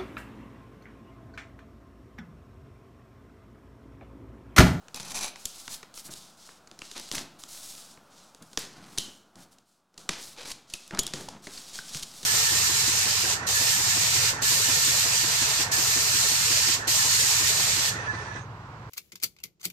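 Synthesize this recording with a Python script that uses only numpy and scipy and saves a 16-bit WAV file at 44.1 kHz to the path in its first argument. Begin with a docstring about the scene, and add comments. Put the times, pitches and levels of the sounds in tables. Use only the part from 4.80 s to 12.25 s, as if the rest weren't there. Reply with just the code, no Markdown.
"""A utility knife slits the tape of a cardboard box on a cloth mat, close to a mono microphone in a small room.
A soft whir of fans runs throughout, sinking briefly near 5 s. First the blade rasps through in tiny tears, made
of random impulses, and the taut tape snaps in short noise bursts; unsteady pitched rings come with many snaps.
Between cuts the box is turned and hands slide over it: hissing noise with crackles. At the end the flaps are
pulled open, rubbing and popping. The hollow box rumbles under the hands."""
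import sys
import numpy as np
from scipy import signal
from scipy.fft import rfft, irfft, next_fast_len
from scipy.io import wavfile
from scipy.ndimage import map_coordinates

SR = 44100
rng = np.random.default_rng(int(sys.argv[2]) if len(sys.argv) > 2 else 0)


def master_out(mix):
    """Clip the mix to full scale and print it as 16-bit PCM to the path in sys.argv[1]."""
    frames = np.transpose(np.atleast_2d(mix))
    ceiling = np.clip(frames, -1, 1)
    pcm = np.round(ceiling * 32767).astype(np.int16)
    wavfile.write(sys.argv[1], SR, pcm)


N = 328545

# The whir of the room. Each row: time in seconds, level in dB.
WHIR_LEVEL = [(0, -58), (.2, -58), (1.6, -60), (3.3, -58), (4.3, -64.5), (4.75, -64), (4.88, -73),
              (5.12, -72.5), (5.2, -57), (5.85, -63.5), (6.2, -61.5), (7.45, -57)]
# Colour of the whir. Each row: frequency in Hz, strength in dB.
WHIR_SPECTRUM = [(25, -20), (70, -6), (130, -1.5), (185, 4), (330, -1.5), (450, -3.5), (700, 1),
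                 (1000, -2.5), (1400, -1), (1900, -15), (3000, -14), (7000, -17), (15000, -27)]
# Snaps of tape, blade and board. Each row: start in seconds, level in dB, brightness in dB per octave,
# level of the panel's knock in dB, decay time (to -60 dB) in seconds, before the extra of each band.
SNAPS = [(0.083, -45.5, -5, -51, 0.0057), (.144, -31, 3.5, -42.5, 0.01), (0.1602, -37.5, 12, -64, .01),
         (0.1984, -33.5, 0.5, -36.5, 0.011), (0.2044, -37, 2, -57, 0.0043), (0.5581, -41, -5, -58, .007),
         (0.654, -25.5, 9, -45, 0.013), (0.8785, -34, -4.5, -46, 0.0079), (1.0289, -42.5, -6.4, -45, 0.016),
         (1.1406, -43.5, 7, -55, 0.017), (1.1752, -38, -1, -51, 0.0087), (1.337, -37, 7, -55, 0.0062),
         (1.69, -56, -12.5, -49, .008), (1.873, -47, -1, -55, .015), (1.9138, -43, -0.5, -46, 0.0011),
         (1.9901, -40, 2.5, -50, 0.005), (2.0188, -41, -6.5, -44, .0034), (2.1136, -37, 2, -50, 0.0092),
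         (2.1782, -37, 7, -42, 0.005), (2.197, -36.5, 7.5, -45, 0.003), (2.3143, -26, 2, -36.5, 0.0053),
         (2.3247, -36, 11, -58, 0.0037), (2.3812, -29.5, -2.5, -50, 0.0044), (4.5558, -49.5, 0, -55, .009),
         (5.1415, -59, 0, -61, 0.0077), (2.6366, -36, 0.5, -54, 0.0035), (3.1739, -57, -9, -50, .011),
         (3.5475, -46, 4.5, -51, 0.004), (3.622, -45.5, 9.5, -46, 0.042), (3.7308, -44.5, -0.5, -48, .014),
         (3.7739, -21.5, -0.2, -29.5, .007), (3.789, -36, 15, -63, .022), (4.176, -27.5, 0, -38, 0.015),
         (4.1832, -20.5, 7, -36, 0.0068), (4.784, -53, 3, -60, .012), (5.1772, -38, 3.5, -49, 0.022),
         (5.2907, -20, -1.4, -28, 0.013), (5.716, -30, 4, -55, 0.028), (5.8984, -42.5, 4, -59, 0.058),
         (5.937, -27.5, 6.5, -44, 0.012), (6.0773, -47, 11.5, -65, 0.0091),
         (6.1083, -41.5, -8.5, -39.5, 0.013), (6.148, -36.5, -5.5, -44, .006),
         (6.173, -38, -7, -44, 0.0054), (6.1847, -43.5, -11.5, -29.5, .011),
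         (6.19, -15.5, 8.5, -31.5, 0.026), (6.2325, -34.5, 11.5, -61, .017),
         (6.2661, -26.5, 7, -47, 0.0083), (6.2756, -34.5, 1, -50, 0.012), (6.3359, -26.5, -0.7, -29, .014),
         (6.4091, -42, 7, -38.5, .009), (6.4865, -34.5, 1, -49, 0.012), (6.6693, -38.5, -6.5, -35, 0.018),
         (6.7772, -38.5, 0, -61, 0.025), (6.956, -36, 2, -65, 0.0063), (6.988, -37, -1.5, -43.5, 0.0041),
         (7.147, -31, 1, -47, .005), (7.195, -36.5, 7.5, -60, 0.0092), (7.2253, -30.5, 4, -48, 0.054),
         (7.231, -29.5, 5.5, -56, .02), (7.4295, -34.5, 2, -42, 0.023)]
# Pop, crack, tick and fizz of a snap. Each row: low edge in Hz, high edge in Hz, extra decay time in seconds,
# level in dB.
SNAP_BANDS = [(840, 2590, .0038, -8), (3000, 7380, 0.0021, 0), (6800, 11100, .0015, -11),
              (12000, 15000, .001, -28)]
# The panel's knock under a snap: low edge in Hz, high edge in Hz, extra decay time in seconds.
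KNOCK_BAND = (117, 503, 0.033)
# A seam that faces away from the microphone sends more of its snap into the room.
# Each row: time in seconds, level of the room's answer in dB.
SEAM_FACING = [(.1, -9), (.65, -8.5), (2.3, -7), (3.77, -6), (4.18, -6.5), (5.29, -8.5), (5.94, -8),
               (6.2, -17), (6.34, -3), (7.2, -10)]
# How long the room rings. Each row: frequency in Hz, decay time (to -60 dB) in seconds.
ROOM_DECAY = [(150, 1), (400, 1), (1000, 0.51), (3000, 0.64), (7000, 0.24), (14000, 0.35)]
# Pushes of the hands on the hollow box. Each row: start in seconds, length in seconds, level in dB,
# hardest moment as a share of the length.
PUSHES = [(.14, 0.31, -52, 1), (1.24, 0.11, -55.5, .4), (2.315, 0.14, -44.5, 0.11), (3.6, 0.042, -53.5, .5),
          (3.83, 0.54, -53, 0.48), (4.53, 0.21, -60.5, 0.23), (5.57, 0.21, -56, .75),
          (6.11, 0.22, -46.5, 0.2), (6.335, 0.24, -48.5, 0.075), (6.67, 0.049, -58, 0.29),
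          (6.95, 0.34, -58.5, 0.62)]
# Colour of the hollow box's rumble. Each row: frequency in Hz, strength in dB.
BOX_SPECTRUM = [(25, -20.5), (70, -9.5), (130, -0.5), (185, 3.5), (300, -0.5), (450, -10), (700, -6.5),
                (1400, -9.5), (3000, -22), (6000, -59)]
# Pulls of the blade through tape and board. Each row: start in seconds, length in seconds, level in dB,
# hardest moment as a share of the length, brightness in dB.
CUTS = [(.148, 0.048, -42.5, 0.27, -1.5), (.2, 0.092, -45.5, .9, 0), (.288, 0.036, -39.5, 0.31, 2),
        (.343, 0.058, -35, .7, 1.5), (.408, 0.074, -35.5, 0.22, 0.5), (2.15, .05, -43.5, .3, -5),
        (2.316, .11, -38.5, 0.43, 2), (2.345, 0.016, -34.5, 0.62, 0), (3.788, 0.073, -42.5, .2, -3),
        (3.88, 0.3, -57, .2, -3), (5.303, 0.09, -43.5, 0.074, -6.5), (5.563, 0.1, -44.5, .35, -6),
        (5.65, 0.067, -41, 0.97, 0.5), (5.92, 0.048, -51, 0.41, -3), (6.11, 0.26, -52.5, 0.23, -8)]
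# Resonances of the blade. Each row: frequency in Hz, width in Hz, level in dB.
BLADE_MODES = [(900, 350, -1.5), (2450, 160, 3), (3950, 200, -11), (6070, 350, -1), (7490, 250, -7),
               (10150, 450, -4)]
# How freely the blade rings, most in the middle of the first cut. Each row: time in seconds, ring in dB.
BLADE_RING = [(.31, -0.5), (.37, 6.5), (.48, 4), (2.2, -18)]
# Colour of the rasp and the crackles. Each row: frequency in Hz, strength in dB.
RASP_SPECTRUM = [(120, -18), (250, -6), (480, -9.5), (900, -5.5), (1300, -8.5), (1750, -7.5), (2900, -6.5),
                 (4300, -2), (6000, -3), (8000, -6), (10400, -9.5), (13000, -17), (16000, -27)]
# Cardboard sliding on the mat, under the hands, flap on flap. Each row: start in seconds, length in seconds,
# level in dB, fastest moment as a share of the length, treble in dB.
SLIDES = [(.56, 0.38, -48.5, 0.46, 1), (.89, 0.062, -41, 0.99, 3.5), (1.145, 0.068, -46.5, 0.93, 6),
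          (1.24, 0.052, -49.5, 0.37, 9.5), (1.303, 0.038, -42.5, 0.7, 1), (1.35, 0.19, -53, .1, -3),
          (1.57, .21, -53.5, .3, -4), (2.0, 0.36, -47, 0.59, -11), (2.585, .09, -53.5, 0.13, 4.5),
          (2.68, 0.45, -47, 0.17, 5), (3.3, 0.21, -57, 0.63, -8.5), (3.64, .16, -61, .5, 3.5),
          (4.06, 0.34, -58, .25, 4), (4.555, 0.09, -57, 0.84, 1), (4.71, 0.041, -64.5, .4, 5.5),
          (4.85, 0.15, -70.5, 0.35, 2), (5.185, .08, -53.5, 0.15, -6), (5.37, 0.16, -47.5, 0.47, 3),
          (5.87, 0.36, -54, 0.17, -13), (6.34, 0.13, -47.5, 0.13, -1), (6.62, 0.36, -46, 0.44, -4.5),
          (6.93, 0.16, -45.5, 0.17, -5), (7.05, 0.195, -45, 0.78, -5), (7.125, 0.073, -42.5, 0.53, -6.5),
          (7.26, 0.26, -47, 0.66, 0.5)]
# Colour of the sliding hiss. Each row: frequency in Hz, strength in dB.
HISS_SPECTRUM = [(200, -33), (900, -13.5), (1900, -10.5), (2700, -7), (3800, 0), (5600, 1), (8000, -1),
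                 (11000, -6.5), (15500, -17)]
# Pitched twangs and rings, mostly with the snaps: most very short, a few lingering like the room's answer.
# Each row: start in seconds, pitch in Hz, level in dB, decay time (to -60 dB) in seconds,
# pitch unsteadiness as a share.
TWANGS = [(0.656, 7040, -18, 0.015, 0.1), (2.018, 2520, -22, 0.0096, 0.1), (2.337, 270, -32, .044, 0.027),
          (3.627, 170, -47, 0.085, .03), (3.7733, 6430, -13.5, 0.01, 0.098),
          (3.775, 1920, -17, 0.01, 0.059), (4.184, 3060, -37.5, 0.4, 0.0536),
          (4.184, 4080, -37, 0.31, 0.058), (4.184, 6030, -14, 0.013, .033),
          (5.2927, 1800, -15, .0095, 0.16), (5.585, 500, -46.5, 0.26, .14),
          (5.938, 2600, -23, 0.017, 0.088), (6.195, 6955, -21.5, 0.062, .007),
          (6.196, 3320, -39.5, 0.66, 0.09), (6.485, 850, -26, 0.017, .03),
          (6.775, 4380, -29.5, .022, 0.056), (6.989, 1586, -23.5, 0.019, 0.045),
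          (7.154, 149, -33, .071, .03)]
# Shape of each kind of stroke: swell from ends to crest in dB, attack in seconds, release in seconds.
PUSH_SHAPE = (9.6, 0.0055, 0.13)
CUT_SHAPE = (6.2, 0.0014, 0.12)
SLIDE_SHAPE = (7.9, 0.0029, 0.22)

SNAP_ATTACK_S = .0007
SNAP_PIVOT_HZ = 4690  # brightness tips a snap about this frequency
SHAKE_DB = -20.5  # rumble that any sliding shakes out of the box, relative to the sliding strength
# Crackles of handled board: how many a second, and level over the sliding strength
CRACKLE_RATE, CRACKLE_DB = 16, 3.5
CRACKLE_SCATTER_DB, CRACKLE_T60_S = 4, .008
TOP_HZ = 16100  # nothing is heard above this


def amp(db):
    """Turn dB into a plain multiplier."""
    return 10 ** (np.asarray(db) / 20)


def unit(x):
    """Scale a sound to an average (rms) strength of 1."""
    return x / np.sqrt(np.mean(x ** 2) + 1e-20)


def along(points, hz):
    """Read a curve of (Hz, value) points on a log frequency axis."""
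    f, v = np.transpose(points)
    return np.interp(np.log(hz + 1), np.log(f + 1), v)


def curves(rows):
    """One value per sample for each column after the time."""
    s, *columns = np.transpose(rows)
    return [np.interp(np.arange(N) / SR, s, column) for column in columns]


def wobble(rate):
    """A smooth random curve through the given number of random points a second."""
    points = rng.standard_normal(int(N * rate / SR) + 4)
    return map_coordinates(points, [np.arange(N) * rate / SR])


def filtered(x, response):
    """Multiply each frequency of x by a (possibly complex) response."""
    m = next_fast_len(N + SR // 2)
    spectrum = rfft(x, m) * response(np.fft.rfftfreq(m, 1 / SR))
    return irfft(spectrum, m)[..., :N]


def coloured(x, spectrum):
    """Shape x by a spectrum table and scale it to rms 1."""
    return unit(filtered(x, lambda hz: amp(along(spectrum, hz))))


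def add(track, s, sound):
    """Mix a sound into the track at time s."""
    start = max(0, round(s * SR))
    track[start:start + len(sound)] += sound[:max(0, N - start)]


def grains(rate, spread_db):
    """Fibres letting go at random moments: mostly small impulses, a few large."""
    size = amp(spread_db * np.minimum(rng.standard_normal(N), 2))
    happens = rng.random(N) < rate / SR
    return unit(happens * size * np.sign(rng.standard_normal(N)))


def puff(envelope, lo, hi):
    """A band of noise under an envelope, with the energy of 2 ms at rms 1."""
    band_pass = signal.butter(3, [lo, hi], "band", fs=SR, output="sos")
    band = signal.sosfilt(band_pass, rng.standard_normal(len(envelope)) * envelope)
    return band / np.sqrt(np.sum(band ** 2) / (.002 * SR))


def strokes(rows, shape):
    """Strength of hand strokes: each takes hold, swells to its crest, eases off and lets go."""
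    swell_db, attack_s, release_s = shape
    gain = np.zeros(N)
    for s, length, db, crest, *_ in rows:
        t = np.arange(round((length + 2 * release_s) * SR)) / SR
        crest_s = length * np.clip(crest, .05, .95)
        off_crest = np.interp(t, [0, crest_s, length], [1, 0, 1])
        take_hold = 1 - np.exp(-t / attack_s)
        let_go = amp(-60 * np.maximum(t - length, 0) / release_s)
        add(gain, s, amp(db - swell_db * off_crest ** 2) * take_hold * let_go)
    return gain


def colour_of(rows):
    """The last column of a stroke table, gliding from one stroke to the next."""
    return curves([(s + length / 2, colour) for s, length, _, _, colour in rows])[0]


def whir():
    """Fans in the room: a soft noise, mostly below 1.5 kHz."""
    level_db, = curves(WHIR_LEVEL)
    return amp(level_db) * coloured(rng.standard_normal(N), WHIR_SPECTRUM)


def snaps(wall_db):
    """Each snap is a burst of a few milliseconds; its low part lingers in the panels, and the room answers."""
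    direct, answer = np.zeros(N), np.zeros(N)
    t = np.arange(SR * 3 // 4) / SR
    for s, level_db, brightness, knock_db, t60 in SNAPS:
        answer_db = np.interp(s, *np.transpose(SEAM_FACING))
        parts = [(*KNOCK_BAND, knock_db)]
        for lo, hi, linger, band_db in SNAP_BANDS:
            octaves = np.log2(np.sqrt(lo * hi) / SNAP_PIVOT_HZ)
            parts.append((lo, hi, linger, level_db + band_db + brightness * octaves))
        for lo, hi, linger, db in parts:
            burst = amp(-60 * t / (t60 + linger)) * (1 - np.exp(-t / SNAP_ATTACK_S))
            room_t60 = along(ROOM_DECAY, np.sqrt(lo * hi))
            tail = amp(-60 * t / room_t60) * (1 - np.exp(-t / 0.0068))
            add(direct, s, amp(db) * puff(burst, lo, hi))
            add(answer, s, amp(db + answer_db) * puff(tail, lo, hi))
    # one near wall echoes 15.5 ms later
    wall = filtered(direct, lambda hz: np.exp(-2j * np.pi * hz * .0155))
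    return direct + answer + amp(wall_db) * wall


def box(slide):
    """The walls and the air inside rumble as the hands push and drag."""
    force = np.hypot(strokes(PUSHES, PUSH_SHAPE), amp(SHAKE_DB) * slide)
    rumble = coloured(grains(rate=1500, spread_db=2.5), BOX_SPECTRUM)
    return force * amp(3.07 * wobble(30)) * rumble


def room(x, stretch_count=20):
    """A spread-out tail, longer or shorter by frequency; each equal stretch of time gets a new one."""
    out = np.zeros(N)
    for part in np.array_split(np.arange(N), stretch_count):
        hz, t, noise = signal.stft(rng.standard_normal(SR), SR, nperseg=256)
        decay = amp(-60 * t / along(ROOM_DECAY, hz)[:, None])
        tail = signal.istft(noise * decay, SR, nperseg=256)[1]
        tail *= 1 - np.exp(-np.arange(len(tail)) / SR / 0.0024)  # soft start
        add(out, part[0] / SR, signal.fftconvolve(x[part], tail / np.linalg.norm(tail)))
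    return out


def blade_response(hz):
    """The blade's resonances: each is strongest at its own frequency."""
    return sum(amp(db) * 1j * hz * width / (centre * centre - hz * hz + 1j * hz * width)
               for centre, width, db in BLADE_MODES)


def cutting():
    """The blade sticks and slips; each clump of tiny tears rings the blade and the taut tape."""
    pull, brightness_db = strokes(CUTS, CUT_SHAPE), colour_of(CUTS)
    ring_db, = curves(BLADE_RING)
    clumps = amp(2.2 * wobble(130) + 1.8 * wobble(600))
    tears = grains(rate=6500, spread_db=4.3) * clumps
    ringing = amp(ring_db) * filtered(tears, blade_response)
    rasp = coloured(0.92 * tears + ringing, RASP_SPECTRUM)
    # tape tears bright, board tears dull: the balance tips about 4.8 kHz
    dull = filtered(rasp, lambda hz: 1 / (1 + (hz / 4800) ** 4))
    bright = rasp - dull
    return pull * (dull * amp(-brightness_db) + bright * amp(brightness_db))


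def rubbing(slide):
    """Sliding paper fibres give a dense, fine hiss with small catches in it."""
    catches = grains(rate=900, spread_db=5)
    hiss = coloured(rng.standard_normal(N) + 0.59 * catches, HISS_SPECTRUM)
    treble = filtered(hiss, lambda hz: 1 - 1 / (1 + (hz / 9000) ** 4))
    treble_change = (amp(colour_of(SLIDES)) - 1) * treble
    return slide * amp(1.6 * wobble(45)) * (hiss + treble_change)


def crackles(slide):
    """Small random snaps of handled board whose strength follows the sliding."""
    moments = rng.random(N) < CRACKLE_RATE / SR
    scatter_db = CRACKLE_SCATTER_DB * np.clip(rng.standard_normal(N), -2, 2)
    sizes = moments * slide * amp(CRACKLE_DB + scatter_db)
    t = np.arange(SR // 20) / SR
    bursts = signal.fftconvolve(sizes, amp(-60 * t / CRACKLE_T60_S))[:N]
    return bursts * coloured(rng.standard_normal(N), RASP_SPECTRUM)


def twangs():
    """Fading tones at unsteady pitches, mostly with the snaps: most very short, a few lingering."""
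    out, t = np.zeros(N), np.arange(SR // 2) / SR
    for s, hz, db, t60, unsteady in TWANGS:
        pitch_hz = hz * (1 + unsteady * wobble(900)[:len(t)])
        phase = 2 * np.pi * np.cumsum(pitch_hz) / SR
        envelope = amp(db - 60 * t / t60) * (1 - np.exp(-t / 0.00065))
        add(out, s, envelope * np.sin(phase))
    return out


def scene():
    """The whir and all handling sounds in the room, the same in both channels."""
    slide = strokes(SLIDES, SLIDE_SHAPE)
    friction = box(slide) + cutting() + rubbing(slide) + crackles(slide)
    rings = twangs()
    reverberation = room(amp(-10.5) * friction + amp(-14) * rings)
    mono = whir() + snaps(wall_db=-26.5) + friction + rings + reverberation
    return np.array([mono, mono])


def record(dry):
    """The microphone's lopsided response pushes the baseline down under loud sounds; then the band limit."""
    sag = filtered(np.abs(dry), lambda hz: 1 / (1 + 1j * hz / 45))  # follows loudness slowly
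    return filtered(dry - 0.41 * sag, lambda hz: hz < TOP_HZ)


dry = scene()
out = record(dry)
master_out(out)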